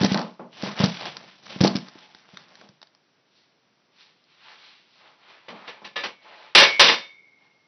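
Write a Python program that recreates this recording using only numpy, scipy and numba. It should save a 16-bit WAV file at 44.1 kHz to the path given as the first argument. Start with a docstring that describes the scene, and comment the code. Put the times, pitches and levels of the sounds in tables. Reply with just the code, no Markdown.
"""A small garage gym, heard from a phone's own microphone. For three seconds the phone is carried and
set down: fingers rub, bump and tick on its case, right at the microphone, over dull footfalls.
Then, out in the room, someone walks up to the weight bench with rustling clothes and from 5.5 s
knocks its steel frame a few times. Near 6.5 and 6.8 s a steel part slams home and rings on;
the phone's limiter flattens the two clanks."""
import sys
import numpy as np
from scipy import signal
from scipy.fft import rfft, irfft, next_fast_len
from scipy.io import wavfile
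from scipy.ndimage import uniform_filter1d
from numba import njit

SR = 44100
rng = np.random.default_rng(int(sys.argv[2]) if len(sys.argv) > 2 else 0)


def wav_record(signal):
    """Record a signal, one row per channel, as 16-bit PCM in the file named by sys.argv[1]."""
    frames = np.transpose(np.atleast_2d(signal))
    bounded = np.clip(frames, -1, 1)
    # unit amplitude maps onto the largest positive 16-bit level
    quanta = np.round(bounded * 32767).astype(np.int16)
    wavfile.write(sys.argv[1], SR, quanta)


N = 338247
TIME = np.arange(N) / SR
BAND_HZ = 5900  # upper edge of the phone's band


def undb(db):
    """Decibels to gain."""
    return 10 ** (np.asarray(db) / 20)


def unit(x):
    """Scale to an rms of one."""
    return x / np.sqrt(np.mean(x ** 2))


def fade(t60, size=SR):
    """An exponential decay that loses 60 dB in t60 seconds."""
    return np.exp(-np.log(1000) * TIME[:size] / t60)


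def colour(x, points, tilt_db=0, size=4096):
    """Causal filter of unit power with a (Hz, dB) shape, tilted by tilt_db per octave above 600 Hz."""
    hz, db = np.transpose(points)
    octave = np.log2(np.maximum(np.arange(size // 2 + 1) * SR / size, 1))
    shape = np.interp(octave, np.log2(hz), db) + tilt_db * np.maximum(octave - np.log2(600), 0)
    shape -= 60 * np.maximum(octave - np.log2(BAND_HZ), 0)
    cepstrum = irfft(np.log(undb(shape)))
    cepstrum[size // 2:] = 0  # minimum phase keeps attacks sharp
    cepstrum[0] = 0
    response = irfft(np.exp(2 * rfft(cepstrum)))
    return signal.fftconvolve(x, response / np.linalg.norm(response))[:len(x)]


def wander(rate):
    """Smooth random drift with an rms of one, turning about `rate` times a second."""
    hold = int(SR / rate)
    stairs = np.repeat(rng.standard_normal(N // hold + 1), hold)
    return unit(uniform_filter1d(stairs, hold)[:N])


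def grains(rate, spread_db):
    """Tiny slips at random moments, a few much stronger than the rest."""
    strength = undb(spread_db * np.minimum(rng.exponential(size=N), 5))
    return unit((rng.random(N) < rate / SR) * strength * rng.standard_normal(N))


def waver(x, depth_db, rate):
    """Let each octave swell and sink on its own, so that the colour keeps shifting."""
    size = next_fast_len(N, real=True)
    spectrum = rfft(x, size)
    hz = np.arange(len(spectrum)) * SR / size
    octave = np.log2(np.clip(hz / 375, 1, 16))
    bands = (irfft(spectrum * np.maximum(1 - np.abs(octave - k), 0), size)[:N] for k in range(5))
    return sum(band * undb(depth_db * wander(rate)) for band in bands)


def add(track, start, sound):
    """Mix a sound into a track, `start` seconds in."""
    i = max(int(start * SR), 0)
    track[i:i + len(sound)] += sound[:N - i]


# how hard the fingers slide on the case until they let go (time [s], level [dB])
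FINGER_SLIDE = [(0, -29), (.06, -34), (.18, -36), (.28, -57.5), (.495, -78), (.525, -55), (.67, -30),
                (.745, -41.5), (.80, -27), (.95, -42), (1.06, -32), (1.11, -42.5), (1.41, -57.5),
                (1.51, -37.5), (1.58, -46), (1.67, -37.5), (1.82, -49), (2.26, -59.5), (2.38, -52.5),
                (2.66, -59.5), (2.85, -83.5)]
# spectrum of skin sliding on the case (frequency [Hz], level [dB])
SKIN_SPECTRUM = [(60, -20.5), (150, 3), (400, -2.5), (800, 1.5), (1300, -2.5), (3500, -1.5), (5600, -8.5)]
# spectrum of the plastic's crackles and ticks (frequency [Hz], level [dB])
PLASTIC_SPECTRUM = [(120, -13.5), (750, -2), (1200, -0.5), (1700, 3.5), (2500, -4.5), (3500, 0), (4300, 2),
                    (5200, 1.5), (6500, -10)]
SNAP_TILT_DB = 1.3  # per octave: snaps and crackles are brighter than a plain tick
def rubbing(slide_db=-1, crackle_db=-13, light_touch_db=-59.5, firm_touch_db=-29):
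    """At the microphone, skin slides in jerks and catches with a crackle; a light touch is brighter."""
    db = np.interp(TIME, *np.transpose(FINGER_SLIDE), right=-np.inf)
    jerks = grains(rate=6000, spread_db=1.31) * undb(1.7 * wander(90))
    skin = undb(db + slide_db) * waver(jerks, depth_db=2.0, rate=14)
    crackle = undb(db + crackle_db) * grains(rate=150, spread_db=2.5)
    firmness = np.clip((db - light_touch_db) / (firm_touch_db - light_touch_db), 0, 1)
    dull = colour(firmness * skin, SKIN_SPECTRUM, tilt_db=-1.16)
    bright = colour((1 - firmness) * skin, SKIN_SPECTRUM, tilt_db=0.5)
    return dull + bright + colour(crackle, PLASTIC_SPECTRUM, SNAP_TILT_DB)


# fingers knocking on the case (time [s], level [dB], pitch [Hz])
FINGER_KNOCKS = [(0.01, -11, 172), (0.029, -9, 290), (0.042, -6.5, 217), (0.115, -11, 194),
                 (0.632, -18, 228), (0.8, -10.5, 171), (0.835, -5, 172), (1.559, -27.5, 200),
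                 (1.606, -4.5, 155), (1.635, -4.5, 240), (1.647, -5.5, 584), (1.666, -15, 256),
                 (1.7516, -14, 221), (1.954, -38, 299), (2.333, -41, 180), (2.69, -46, 150)]
# spectrum of the shuddering case (frequency [Hz], level [dB])
CASE_SPECTRUM = [(50, -27), (100, -15.5), (140, 3), (220, -2.5), (380, 1), (650, -2), (1300, -17)]
def bumps(push_cycles=0.46, shudder_db=-13, shudder_t60=0.1):
    """A finger shoves the case around the microphone: a cycle or two of low swing, then a shudder."""
    out = np.zeros(N)
    for start, db, hz in FINGER_KNOCKS:
        age = hz * TIME[:SR] / push_cycles
        swing = np.sin(2 * np.pi * hz * TIME[:SR]) * age ** 2 * np.exp(-age * np.sqrt(2))
        shudder = colour(rng.standard_normal(SR) * fade(shudder_t60), CASE_SPECTRUM)
        add(out, start, undb(db) * (swing / np.abs(swing).max() + undb(shudder_db) * shudder))
    return out


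def case_snaps(firm_db=-22, snap_lag_s=.005, snap_db=-3.5, settle_gap_s=.009, settle_db=-6):
    """Rows of ticks: just after a firm knock the case snaps, then settles in two weaker ticks."""
    rows = []
    for start, db, _ in FINGER_KNOCKS:
        gaps = rng.uniform(.3, 1.7, 2)
        if db > firm_db:
            lags = snap_lag_s + settle_gap_s * np.append(0, np.cumsum(gaps))
            for k, lag in enumerate(lags):
                rows.append((start + lag, db + snap_db + k * settle_db, SNAP_TILT_DB))
    return rows


# lone ticks of the case under the fingers (time [s], level [dB], tilt [dB/octave])
CASE_TICKS = [(.018, -24, -2.5), (.062, -18, 5), (.136, -19.5, 2.5), (.144, -8.5, -2), (.174, -15, 1),
              (.192, -21.5, 0.5), (.2145, -21, -1), (.859, -15.5, 8.5), (.895, -27, 11.5), (1.011, -22, 0),
              (1.055, -20.5, 0), (1.168, -22.5, 0.5), (1.466, -33, -6), (1.672, -12.5, 5.5),
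              (1.677, -9.5, 5.5), (1.765, -15, 2), (1.8846, -27.5, -3), (1.988, -34.5, 0.5),
              (2.148, -31.5, -3.5), (2.289, -37.5, -4.5), (2.371, -23.5, 0.5), (2.554, -34.5, 1.5),
              (2.6125, -33.5, -4.5), (2.689, -39.5, 2.5), (2.816, -34, -2), (2.828, -31.5, -0.5),
              (2.871, -41.5, 2), (2.949, -41, -0.5), (4.24, -50, 4.5)]
def ticks(snap_t60=0.011, rattle_db=-24, rattle_t60=.04, gain_db=-1, size=4096):
    """Right at the microphone the plastic snaps and rattles, duller or brighter with each touch."""
    out = np.zeros(N)
    decay = fade(snap_t60, size) + undb(rattle_db) * fade(rattle_t60, size)
    for start, db, tilt_db in [*CASE_TICKS, *case_snaps()]:
        tick = colour(rng.standard_normal(size) * decay, PLASTIC_SPECTRUM, tilt_db)
        add(out, start, undb(db + gain_db) * tick / np.abs(tick).max())
    return out


# dull footfalls (time [s], level [dB], tilt [dB/octave])
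FOOTFALLS = [(.145, -22.5, 0.5), (.185, -25.5, 1.5), (.394, -34, -2), (.660, -31.5, -0.5), (1.649, -24, 0),
             (2.62, -49.5, -4.5), (5.484, -40.5, 1.5), (5.528, -41.5, -2.5), (5.818, -46, 4.5)]
# spectrum of the floor underfoot (frequency [Hz], level [dB])
FLOOR_SPECTRUM = [(60, -31.5), (140, -6.5), (215, 7.5), (330, -2.5), (600, -0.5), (1100, -3), (1700, -17),
                  (5000, -34)]
def steps(t60=0.2875):
    """Farther from the microphone, footfalls boom briefly in the garage floor."""
    out = np.zeros(N)
    for start, db, tilt_db in FOOTFALLS:
        thud = rng.standard_normal(SR) * fade(t60)
        add(out, start, undb(db) * colour(thud, FLOOR_SPECTRUM, tilt_db))
    return out


# clothes brushing at each stride or reach (time [s], length [s], level [dB], tilt [dB/octave])
CLOTH_SWISHES = [(3.228, 0.161, -62, 8), (3.884, .12, -52.5, 4), (4.181, 0.183, -62.5, 4),
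                 (4.338, 0.1774, -48.5, 1), (4.498, 0.234, -55, 3.5), (4.81, 0.186, -61, 3),
                 (4.915, 0.163, -54.5, -2.5), (5.155, 0.1903, -50.5, -1.5), (5.405, 0.328, -49.5, -3.5),
                 (6.133, 0.322, -49, -2.5), (7.299, .16, -66, -2.5)]
# spectrum of the fabric (frequency [Hz], level [dB])
CLOTH_SPECTRUM = [(70, -28), (300, -10.5), (900, 3.5), (1500, 1.5), (2600, 2.5), (4200, 0), (5800, -12)]
def clothes(attack_s=0.1483, release_s=.085):
    """Faint, out in the room: countless fibres brush past each other as the folds shift."""
    out, t = np.zeros(N), TIME[:SR]
    fibres = waver(grains(rate=14000, spread_db=0.07), depth_db=1.5, rate=28)
    for start, length, db, tilt_db in CLOTH_SWISHES:
        swell = np.minimum(t / attack_s, 1) ** 2 * np.exp(-np.maximum(t - length, 0) / release_s)
        brush = swell * np.roll(fibres, -int(start * SR))[:SR]
        add(out, start, undb(db) * colour(brush, CLOTH_SPECTRUM, tilt_db))
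    return out


# blows on the bench's steel (time [s], level [dB], place struck [0-2], ring against crash [dB],
# rise [s], crash tilt [dB/octave], crash t60 [s])
BENCH_BLOWS = [(5.482, -35.5, 0, -11.5, 0.00182, -3.5, 0.174), (5.674, -33.5, 0, -4, 0.00337, -3, 0.213),
               (5.844, -35, 0, -5, 0.0018, -0.5, 0.191), (5.957, -26, 0, 6, 0.00657, -1.5, 0.24),
               (6.034, -24.5, 1, -14, 0.00423, -2, 0.197), (6.549, -4, 1, -2.5, 0.00202, 1.06, 0.307),
               (6.581, -5, 1, 0.5, .001, 0.88, 0.2), (6.599, -6, 1, 0.5, 0.00134, 0.37, 0.244),
               (6.794, -3, 2, 0.5, 0.00275, 1.21, 0.3303), (6.880, -9, 2, -1, 0.0062, -1, 0.178)]
# the steel's modes (frequency [Hz], t60 [s], level struck at place 0 [dB], at 1 [dB], at 2 [dB])
STEEL_MODES = [(558.3, 0.28, -14.5, -14, -13.5), (1114, 0.26, -14.5, -20.5, -30.5),
               (1229.6, .22, -9.5, -24.5, -28.5), (1736.8, 0.31, -5.5, -17, -14),
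               (1920, .24, -10.5, -18.5, -16.5), (2130, 2.6, -38, -25.5, -43), (2152, 2.4, -26.5, -34, -38),
               (2218, 1.1, -45, -29.5, -34.5), (2231, 1.1, -38, -15.5, -30.5),
               (2283, 0.71, -21.5, -27, -32), (2365, 0.94, -17.5, -20, -38.5),
               (2508, 0.28, -16.5, -21.5, -25), (2677, 0.46, -22.5, -16.5, -31.5),
               (2776, .2, -11.5, -11.5, -12.5), (3031, 0.46, -18.5, -16, -30), (3285, 0.12, -8, -18, -13),
               (3370, .2, -20, -16.5, -17), (3620, 0.362, -14.5, -23, -9), (3764, 0.18, -10, -23, -18.5),
               (3940, .22, -14.5, -17, -15.5), (4908, 0.21, -21.5, -13.5, -11.5),
               (5498, .16, -25.5, -13, -19.5)]
# spectrum of the steel's crash (frequency [Hz], level [dB])
CRASH_SPECTRUM = [(50, -19.5), (130, -12.5), (280, -7), (480, 1.5), (780, -2), (1050, 2), (1350, -1.5),
                  (1800, 2), (2800, 2.5), (4000, 1), (4700, -2.5), (6000, -8)]
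def bench(chatter_db=1.53, choke_t60=0.076, size=2 * SR):
    """Out in the room, struck steel gives a chattering crash and rings until the next blow chokes it."""
    out, t = np.zeros(N), TIME[:size]
    hz, ring_t60, *place_db = np.transpose(STEEL_MODES)
    # the long modes near 2.15 kHz beat against each other as they ring on
    modes = np.sin(2 * np.pi * hz[:, None] * t) * fade(ring_t60[:, None], size)
    gaps = np.diff([blow[0] for blow in BENCH_BLOWS], append=TIME[-1])
    for (start, db, place, ring_db, rise_s, tilt_db, crash_t60), gap in zip(BENCH_BLOWS, gaps):
        chatter = rng.standard_normal(size) * undb(chatter_db * wander(170)[:size])
        crash = colour(chatter * fade(crash_t60, size), CRASH_SPECTRUM, tilt_db)
        choke = np.exp(-np.log(1000) * np.maximum(t - gap, 0) / choke_t60)
        ring = choke * (undb(ring_db + place_db[place]) @ modes)
        onset = 1 - np.exp(-t / rise_s)  # a glancing blow scrapes in over a few milliseconds
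        add(out, start, undb(db) * (crash + ring) * onset)
    return out


# spectrum of the garage's reverberation (frequency [Hz], level [dB])
GARAGE_SPECTRUM = [(70, -21), (140, 3), (220, 4.5), (400, -1.5), (1500, -3.5), (6000, -6)]
def garage(x, t60=.27, first_echo_s=0.0028):
    """Diffuse reverberation reaches the microphone from close block walls."""
    tail = rng.standard_normal(SR) * fade(t60) * (TIME[:SR] > first_echo_s)
    return colour(signal.fftconvolve(x, tail / np.linalg.norm(tail))[:N], GARAGE_SPECTRUM)


# spectrum of the noise floor (frequency [Hz], level [dB])
HISS_SPECTRUM = [(60, -16), (140, -1.5), (400, -3.5), (1500, -9), (5800, -13.5)]
def hiss(level_db=-67):
    """A faint, steady hiss lies under everything."""
    return undb(level_db) * colour(rng.standard_normal(N), HISS_SPECTRUM)


def scene():
    """One channel: handling is right at the microphone; the bench and the person stand in the room."""
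    handling = bumps() + ticks() + rubbing()
    gym = bench() + steps() + clothes()
    to_walls = undb(-17.5) * handling + undb(-17.0) * gym
    return (handling + gym + hiss() + garage(to_walls))[None]


@njit
def follow(x, attack_s, release_s):
    """The limiter's envelope rises fast and falls slowly."""
    attack, release = 1 - np.exp(-1 / (attack_s * SR)), 1 - np.exp(-1 / (release_s * SR))
    out, level = np.empty(len(x)), 0.
    for i in range(len(x)):
        level += (x[i] - level) * (attack if x[i] > level else release)
        out[i] = level
    return out


def record(dry, low_hz=98, ceiling_db=-1.84, top_hz=10500):
    """The phone: a small microphone without bass, a limiter, a band ending near 6 kHz, rounded peaks."""
    thin = signal.sosfilt(signal.butter(3, low_hz, "high", fs=SR, output="sos"), dry)
    envelope = follow(np.abs(thin[0]), attack_s=0.00029, release_s=0.025)
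    ahead = np.roll(envelope, -SR // 1000)  # the limiter looks 1 ms ahead
    limited = thin / np.maximum(ahead / undb(ceiling_db), 1)
    narrow = signal.sosfilt(signal.cheby1(12, .2, BAND_HZ, fs=SR, output="sos"), limited)
    rounded = narrow / (1 + (narrow / .96) ** 6) ** (1 / 6)
    return signal.sosfiltfilt(signal.ellip(8, .05, 50, top_hz, fs=SR, output="sos"), rounded)


dry = scene()
out = record(dry)
wav_record(out)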